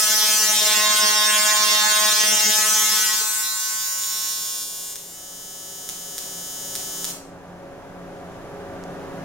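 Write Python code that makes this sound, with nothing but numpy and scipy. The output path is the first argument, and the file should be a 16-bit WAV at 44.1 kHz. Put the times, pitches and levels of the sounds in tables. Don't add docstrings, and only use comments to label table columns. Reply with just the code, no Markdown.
import sys
import numpy as np
from scipy import signal
from scipy.fft import rfft, irfft, next_fast_len
from scipy.io import wavfile
from scipy.ndimage import uniform_filter1d, map_coordinates

SR = 44100
rng = np.random.default_rng(int(sys.argv[2]) if len(sys.argv) > 2 else 0)


def store_pcm(level_fs):
    pcm = np.round(np.clip(level_fs, -1, 1) * 32767).astype(np.int16)
    wavfile.write(sys.argv[1], SR, np.atleast_2d(pcm).T)


N = 407484
LEAD = SR // 2
TIME = np.arange(-LEAD, N) / SR
SIZE = len(TIME)

# frequency in Hz, level in dB before the common trim.
FAN_TONES = [(91.5, -57), (118.4, -58.5), (140.0, -59), (177.6, -43.5), (274.5, -46.5), (333.8, -51),
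             (387.6, -47), (414.5, -49), (554.5, -43), (726.7, -49), (969.0, -59), (1168, -56), (1459, -65)]
# frequency in Hz, level in dB before the trim.
SLOW_FAN_TONES = [(27.8, -54.5), (174.5, -51)]
# frequency in Hz, level in dB per Hz.
FAN_RUSH = [(25, -16), (60, -14.5), (170, -8.5), (250, -13.5), (450, -10.5), (720, -9), (1100, -17.5),
            (1600, -18.5), (2200, -26.5), (4500, -36), (6500, -35.5), (10300, -44.5), (11000, -35.5),
            (11700, -44), (15500, -48)]
# frequency in Hz, likeness from 0 to 1.
FAN_LIKENESS = [(60, 0.29), (180, 0.95), (550, 0.73), (1650, 0.72), (5000, 0.033)]
FAN_TONES_DB, FAN_RUSH_DB = -24, -60

# start in seconds, level in dB before its lift.
TICK = [(8.8385, -50)]
# frequency in Hz, level in dB per Hz.
TICK_COLOUR = [(1500, -26), (4500, -3), (7000, 1), (10000, -15), (15000, -22)]

# left delay in ms, right delay in ms, level in dB against direct sound.
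NEAR_ECHOES = [(2.3, 2.9, -16), (4.5, 4.56, -11), (6.87, 6.89, -3.5), (7.05, 7.2, -11), (9.35, 9.25, -10)]
# frequency in Hz, time to fall by 60 dB in seconds.
GARAGE_DECAY = [(1000, 0.6), (5000, 0.43), (9000, 0.4), (15000, 0.25)]
TAIL_DB = -0.5
# delay left and right (ms), its swing as the arc moves (ms, per s), and its level
BOUNCE_MS = (.55, .575)
BOUNCE_SWING_MS, BOUNCE_SWINGS_PER_S, BOUNCE_DB = .07, 18, -3.5
# centre in Hz, lift in dB.
STANDING_WAVES = [(646, -14.5), (865, -8), (1061, 11), (1069, -2.5), (1077, 7.5), (1286, 7), (1294, -3),
                  (1300, 8), (1485, 6.5), (1506, 11), (1697, 4), (1711, 5.5), (1950, -28)]
STANDING_WIDTH_HZ = 2.8
# frequency in Hz, left minus right in dB.
COIL_BALANCE = [(400, 0.3), (700, 0.6), (1250, -1.5), (2400, -0.5), (4400, -2.2), (8100, 2.3), (15000, 1.5)]

# time in seconds, bangs per second.
FIRING = [(0, 214), (0.42, 214), (0.88, 212.1), (1.95, 212.12), (2.55, 213.9), (3.0, 214.67), (3.5, 215.3),
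          (5.09, 216.1), (5.15, 216.63), (7.1, 216.63)]
OFF_S = 7.112
# time in seconds, power in dB.
POWER = [(0, 1.3), (2.7, 2.5), (3.02, -0.5), (3.5, -7.5), (4.0, -10.5), (4.32, -12), (4.35, -13.5),
         (4.63, -15.5), (4.655, -19), (4.925, -20.5), (4.945, -27), (7.1, -27)]
IDLE_RATE, LOADED_RATE = 216.6, 212.1
THICKNESS_CURVE = 0.91
WRITHE_FULL_DB, SPUTTER_FULL_DB, THICK_TIP_LOSS = -3, -12, 0.45
CORONA_ONLY_DB, CORONA_GONE_DB = -21, -9

# start in seconds, level in dB before their lift.
SNAPS = [(4.9576, -28), (5.8905, -27.5), (6.1814, -27.5), (6.7538, -28), (7.0446, -28)]
# frequency in Hz, level in dB per Hz.
SNAP_COLOUR = [(600, -17), (1300, -16), (3300, -11), (6500, -3.5), (10000, -8), (16000, -11.5)]
# start in seconds, level in dB before their lift.
POPS = [(2.32, -7), (2.48, -22), (2.995, -11), (3.045, -17), (3.207, -26), (3.214, -9.5)]
# frequency in Hz, level in dB per Hz.
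POP_COLOUR = [(60, -18), (200, -14), (450, 3), (800, 1), (2000, -2), (8000, -67)]

# centre in seconds, lift in dB.
THUMP_SWELLS = [(0.79, 5), (1.04, 6.5), (2.33, 7), (2.48, 10), (2.72, 2)]
SWELL_S = 0.02
CRACK_DB, BUZZ_DB, THUMP_DB = -18, -29, -44
BUZZ_FOLLOWS, THUMP_FOLLOWS, THICK_BUZZ_DB = 1.216, 2.24, 4
UPPER_FOLLOWS = 0.19
HARMONICS = 13
# frequency in Hz, level in dB.
BUZZ_COLOUR = [(214, -5), (430, -4), (640, -11), (1100, -14), (1700, -13.5), (2000, -10.5), (2400, -15.5),
               (2800, -14)]

# start in seconds, level in dB, fade in seconds.
CRACKLE_SPELLS = [(3.35, -24, .02), (3.605, -19, .025), (4.034, -18, .018), (4.218, -29, .02),
                  (4.27, -25, 0.044), (4.451, -19, 0.025), (4.975, -33, .025)]
# frequency in Hz, level in dB per Hz.
CRACKLE_COLOUR = [(300, -50), (1200, -24), (2300, -11), (3300, 0), (4200, -5), (6500, -2), (10000, -14),
                  (16000, -22)]
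SPIT_DB, SPIT_PATCHY_DB = -22, 3

# frequency in Hz, level in dB per Hz.
THICK_COLOUR = [(2500, -0.5), (3300, 2), (4200, -3.5), (5400, -1), (7000, -2.5), (8800, -5.5), (10500, -14),
                (13000, -13.5), (15500, -13)]
# frequency in Hz, level in dB per Hz.
THIN_COLOUR = [(2500, -17.5), (3200, -7.5), (4200, -4), (5000, -4), (5900, -1), (7000, 0), (8800, -5),
               (10500, -11), (13000, -8), (15500, -8)]
# frequency in Hz, level in dB per Hz.
CORONA_COLOUR = [(800, -18.5), (1300, -20), (1800, -13), (2350, -11), (2950, -6), (3500, -7), (4400, -3),
                 (5100, -3.5), (5900, 1), (7000, 1.5), (8700, -1), (10000, -5.5), (11500, -1.5),
                 (15500, -6)]
# frequency in Hz, level in dB per Hz.
SPUTTER_COLOUR = [(5200, 1.5), (6800, 1), (8600, 3), (10200, -5.5), (12300, 0.5), (15500, -6)]
# frequency in Hz, level in dB per Hz.
FIZZ_COLOUR = [(5200, -6), (9000, -6), (10500, -6), (12500, 0), (15000, 0), (17000, -8)]
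FIZZ_SHARE, TIPS_LOW_HZ = .21, 4950

CUTOFF_HZ = 15950


def from_db(db):
    return 10 ** (np.asarray(db) / 20)


def rms_one(x):
    return x / np.sqrt(np.mean(x ** 2) + 1e-20)


def evened(x, size=1640):
    power = np.abs(uniform_filter1d(x ** 2, size=size))
    return x / np.sqrt(power + 1e-9)


def in_time(rows, at=TIME):
    s, *columns = np.transpose(rows)
    return [np.interp(at, s, c) for c in columns]


def at_hz(points, hz):
    f, value = np.transpose(points)
    return np.interp(np.log(np.maximum(hz, 1)), np.log(f), value)


def drift(per_s, at=TIME):
    knots = signal.resample_poly(rng.standard_normal(2048), 4, 1)
    return np.interp((at - TIME[0]) * per_s * 4, np.arange(len(knots)), knots)


def colour(x, spectrum, size=1024):
    hz = np.linspace(0, SR / 2, size // 2 + 1)
    cepstrum = irfft(np.log(from_db(at_hz(spectrum, hz))))
    cepstrum[1:size // 2] *= 2
    cepstrum[size // 2 + 1:] = 0
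    pulse = irfft(np.exp(rfft(cepstrum)))
    return signal.oaconvolve(x, pulse / np.linalg.norm(pulse))[:len(x)]


def clicks(places, heights, length=SIZE):
    taps = np.floor(places).astype(int)[:, None] + np.arange(-4, 6)
    off = taps - places[:, None]
    shape = np.sinc(off) * np.sinc(off / 5)
    inside = np.clip(taps, 0, length).ravel()
    return np.bincount(inside, (shape * heights[:, None]).ravel(), length + 1)[:length]


def fans(waver_db=2.5, waver_rad=0.49, width_rad=0.15, lag=4):
    hz = np.linspace(0, SR / 2, next_fast_len(SIZE) // 2 + 1)
    alike = np.clip(at_hz(FAN_LIKENESS, hz), 0, 1)
    mid, side = rfft(rng.standard_normal((2, 2 * len(hz) - 2)))
    air = np.sqrt(1 + alike) * mid + np.sqrt(1 - alike) * side * [[1], [-1]]
    rush = rms_one(irfft(air * from_db(at_hz(FAN_RUSH, hz)))[:, :SIZE])
    tones = 0
    for k, (tone_hz, level_db) in enumerate(list(FAN_TONES) + list(SLOW_FAN_TONES)):
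        phase = 2 * np.pi * (tone_hz * TIME + rng.random()) + waver_rad * drift(3.7)
        apart = width_rad * (-1) ** k * np.array([[1], [-1]])
        gain = from_db(level_db + waver_db * drift(6))
        tones = tones + np.sqrt(2) * gain * np.sin(phase + apart)
    left, right = from_db(FAN_RUSH_DB) * rush + from_db(FAN_TONES_DB) * tones
    return np.array([left, np.roll(right, round(lag))])


def unrest(full_db, at=TIME):
    power_db, = in_time(POWER, at)
    return np.minimum(from_db(power_db - full_db), 1)


def writhing(at=TIME):
    return unrest(WRITHE_FULL_DB, at) ** 2


def thickness_at(at=TIME):
    rate, = in_time(FIRING, at)
    sag = np.clip((IDLE_RATE - rate) / (IDLE_RATE - LOADED_RATE), 0, 1)
    return sag ** THICKNESS_CURVE


def bang_times(turns):
    return np.interp(np.arange(1, int(turns[-1])), turns, TIME)


def bounce(x):
    swing_ms = BOUNCE_SWING_MS * writhing()
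    sides = []
    for ms in BOUNCE_MS:
        delay_ms = ms + swing_ms * drift(BOUNCE_SWINGS_PER_S)
        places = np.arange(SIZE) - delay_ms * SR / 1000
        sides.append(from_db(BOUNCE_DB) * map_coordinates(x, [places], order=3))
    return sides


def garage(x, build_s=0.016):
    t = np.arange(SR * 2 // 3) / SR
    edges = np.geomspace(500, 18000, num=9)
    tail = 0
    for low, high in zip(edges, edges[1:]):
        band_pass = signal.butter(2, [low, high], "band", fs=SR, output="sos")
        band = signal.sosfilt(band_pass, rng.standard_normal((2, len(t))))
        t60 = at_hz(GARAGE_DECAY, np.sqrt(low * high))
        tail = tail + band * from_db(-60 * t / t60) / np.sqrt(t60)
    tail = rms_one(tail * (1 - np.exp(-t / build_s)))
    tail = from_db(TAIL_DB) * tail / np.sqrt(len(t))
    *sides_ms, echo_db = np.transpose(NEAR_ECHOES)
    out = []
    for delay_ms, diffuse, near in zip(sides_ms, tail, bounce(x)):
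        response = diffuse + clicks(delay_ms * SR / 1000, from_db(echo_db), len(t))
        response[0] += 1
        strength = np.hypot(np.linalg.norm(response), from_db(BOUNCE_DB))
        out.append((signal.oaconvolve(x, response)[:SIZE] + near) / strength)
    return np.array(out)


def standing_db(hz):
    grid = np.arange(3000.)
    lift = sum(db * np.exp(-((grid - centre) / STANDING_WIDTH_HZ) ** 2 / 2) for centre, db in STANDING_WAVES)
    return np.interp(hz, grid, lift)


def sided(x):
    size = next_fast_len(SIZE)
    hz = np.arange(size // 2 + 1) * SR / size
    lean_db = at_hz(COIL_BALANCE, hz) * np.array([[.5], [-.5]])
    return irfft(rfft(x, size) * from_db(lean_db), size)[:, :SIZE]


def snaps(events, spectrum, level_db):
    s, event_db = np.transpose(events)
    return colour(clicks(s * SR + LEAD, from_db(event_db + level_db)), spectrum)


def buzz(turns, rate, thump_rough=0.35, buzz_rough=0.1, width_rad=0.34, rumble_db=-28, sway_db=3.5,
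         sway_rad=0.23, ring_share=0.75, surge_db=0.2):
    sway_per_s, scatter_rad = 44, .6
    power_db, = in_time(POWER)
    writhe = unrest(WRITHE_FULL_DB)
    heat = writhe * np.interp(turns, np.arange(4096), rng.standard_normal(4096))
    swell_db = sum(db * np.exp(-((TIME - s) / SWELL_S) ** 2) for s, db in THUMP_SWELLS)
    surge = surge_db * writhe * drift(16)
    air = from_db(THUMP_DB + THUMP_FOLLOWS * power_db + surge + swell_db)
    thump = air * (1 + thump_rough * heat)
    channel_db = BUZZ_DB + BUZZ_FOLLOWS * power_db + THICK_BUZZ_DB * thickness_at()
    channel = from_db(channel_db) * (1 + buzz_rough * heat)
    out = from_db(rumble_db) * air * heat * np.ones((2, 1))
    for k in range(1, HARMONICS + 1):
        lift_db = standing_db(k * rate)
        loose = writhe * from_db(-ring_share * np.maximum(lift_db, 0))
        fading = .6 * drift(sway_per_s) + np.sqrt(k / HARMONICS) * drift(sway_per_s / 3)
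        upper_db = UPPER_FOLLOWS * (k > 7) * power_db
        gain = from_db(at_hz(BUZZ_COLOUR, k * IDLE_RATE) + lift_db + sway_db * loose * fading + upper_db)
        shake = loose * (drift(sway_per_s / 2) + drift(2 * sway_per_s) / 2)
        phase = 2 * np.pi * k * turns + scatter_rad * rng.standard_normal() + sway_rad * np.sqrt(k) * shake
        apart = width_rad * ((-1) ** k + writhe * drift(12)) * np.array([[1], [-1]])
        source = thump if k <= 2 else channel
        out = out + np.sqrt(2) * gain * source * np.sin(phase + apart)
    dying = from_db(-60 * np.maximum(TIME - OFF_S, 0) / at_hz(GARAGE_DECAY, 1000))
    return out * dying


def filaments(bangs, spread_ms, strength=1, count=8):
    delay_ms = spread_ms * rng.exponential(1, (count, len(bangs)))
    places = (bangs + delay_ms / 1000) * SR + LEAD
    heights = strength * rng.standard_normal(places.shape)
    return clicks(places.ravel(), heights.ravel())


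def crackles(bangs, spread_ms=0.57):
    power_db, = in_time(POWER, bangs)
    patch_db = SPIT_DB + power_db + SPIT_PATCHY_DB * drift(16, bangs)
    patches = unrest(WRITHE_FULL_DB, bangs) * from_db(patch_db)
    spells = 0
    for s, db, fade_s in CRACKLE_SPELLS:
        spells = spells + from_db(db) * (bangs >= s) * np.exp(-np.abs(bangs - s) / fade_s)
    return colour(filaments(bangs, spread_ms, np.hypot(patches, spells), count=3), CRACKLE_COLOUR)


def tips(bangs, spectrum, spread_ms=.7):
    train = colour(filaments(bangs, spread_ms), spectrum)
    high_pass = signal.butter(12, TIPS_LOW_HZ, "high", fs=SR, output="sos")
    return evened(signal.sosfilt(high_pass, train))


def branches(bangs, reach_ms=0.697, far_loss_db=8.0, count=7):
    sway_per_s, sway_ms, wander_per_s, wander_ms = 13, 0.07, 30, 0.026
    jitter_ms, flicker_db = 0.002, 0.3
    writhe = writhing(bangs)
    train = 0
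    for branch in range(count):
        far = branch / (count - 1)
        place_ms = far * (reach_ms + writhe * sway_ms * drift(sway_per_s, bangs))
        shake_ms = wander_ms * drift(wander_per_s, bangs) + jitter_ms * rng.standard_normal(len(bangs))
        delay_ms = place_ms + writhe * (.5 + far) * shake_ms
        flicker = flicker_db * rng.standard_normal(len(bangs))
        flare_db = writhe * (4 * drift(wander_per_s, bangs) + flicker)
        strength = writhe * drift(sway_per_s, bangs) if branch else 1
        heights = strength * from_db(flare_db - far_loss_db * far)
        train = train + clicks((bangs + delay_ms / 1000) * SR + LEAD, heights)
    return train


def cracks(bangs, tips_share=0.47, flare_db=0.37, low_hz=2800):
    power_db, = in_time(POWER)
    thickness = thickness_at()
    bare = np.interp(power_db, [CORONA_ONLY_DB, CORONA_GONE_DB], [1, 0])
    train = branches(bangs)
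    arc = thickness * colour(train, THICK_COLOUR) + (1 - thickness) * colour(train, THIN_COLOUR)
    arc = signal.sosfiltfilt(signal.butter(6, low_hz, "high", fs=SR, output="sos"), arc)
    shocks = evened((1 - bare) * arc + bare * colour(train, CORONA_COLOUR))
    free_tips = unrest(SPUTTER_FULL_DB) * (1 - THICK_TIP_LOSS * thickness)
    sputter = tips_share * free_tips * tips(bangs, SPUTTER_COLOUR)
    fizz = FIZZ_SHARE * (1 - writhing()) * tips(bangs, FIZZ_COLOUR)
    flare = flare_db * unrest(WRITHE_FULL_DB) * drift(9.71)
    return (shocks + sputter + fizz) * from_db(CRACK_DB + power_db + flare) * (TIME < OFF_S)


def scene():
    rate, = in_time(FIRING)
    turns = np.cumsum(rate) / SR
    bangs = bang_times(turns)
    tick = snaps(TICK, TICK_COLOUR, level_db=6.0)
    lone = snaps(SNAPS, SNAP_COLOUR, level_db=17.5) + snaps(POPS, POP_COLOUR, level_db=0.5)
    sparks = garage(cracks(bangs) + crackles(bangs) + lone)
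    coil = sided(sparks + buzz(turns, rate))
    return (fans() + tick + coil)[:, LEAD:]


def gain_control(x, target_db=-16.5, release_db_per_s=4.0):
    power = np.abs(uniform_filter1d(np.mean(x ** 2, axis=0), size=12000))
    level_db = 10 * np.log10(power + 1e-12)
    creep = release_db_per_s * np.arange(x.shape[1]) / SR
    held_db = np.maximum.accumulate(level_db + creep) - creep
    return x * from_db(target_db - held_db)


def record(dry, notch_hz=7870, notch_q=45):
    notched = signal.lfilter(*signal.iirnotch(notch_hz, notch_q, fs=SR), dry)
    loud = gain_control(notched)
    rounded = loud / (1 + (loud / .7) ** 4) ** .25
    low_pass = signal.firwin(301, CUTOFF_HZ, fs=SR)[None]
    return signal.oaconvolve(rounded, low_pass, "same", axes=1)


dry = scene()
out = record(dry)
store_pcm(out)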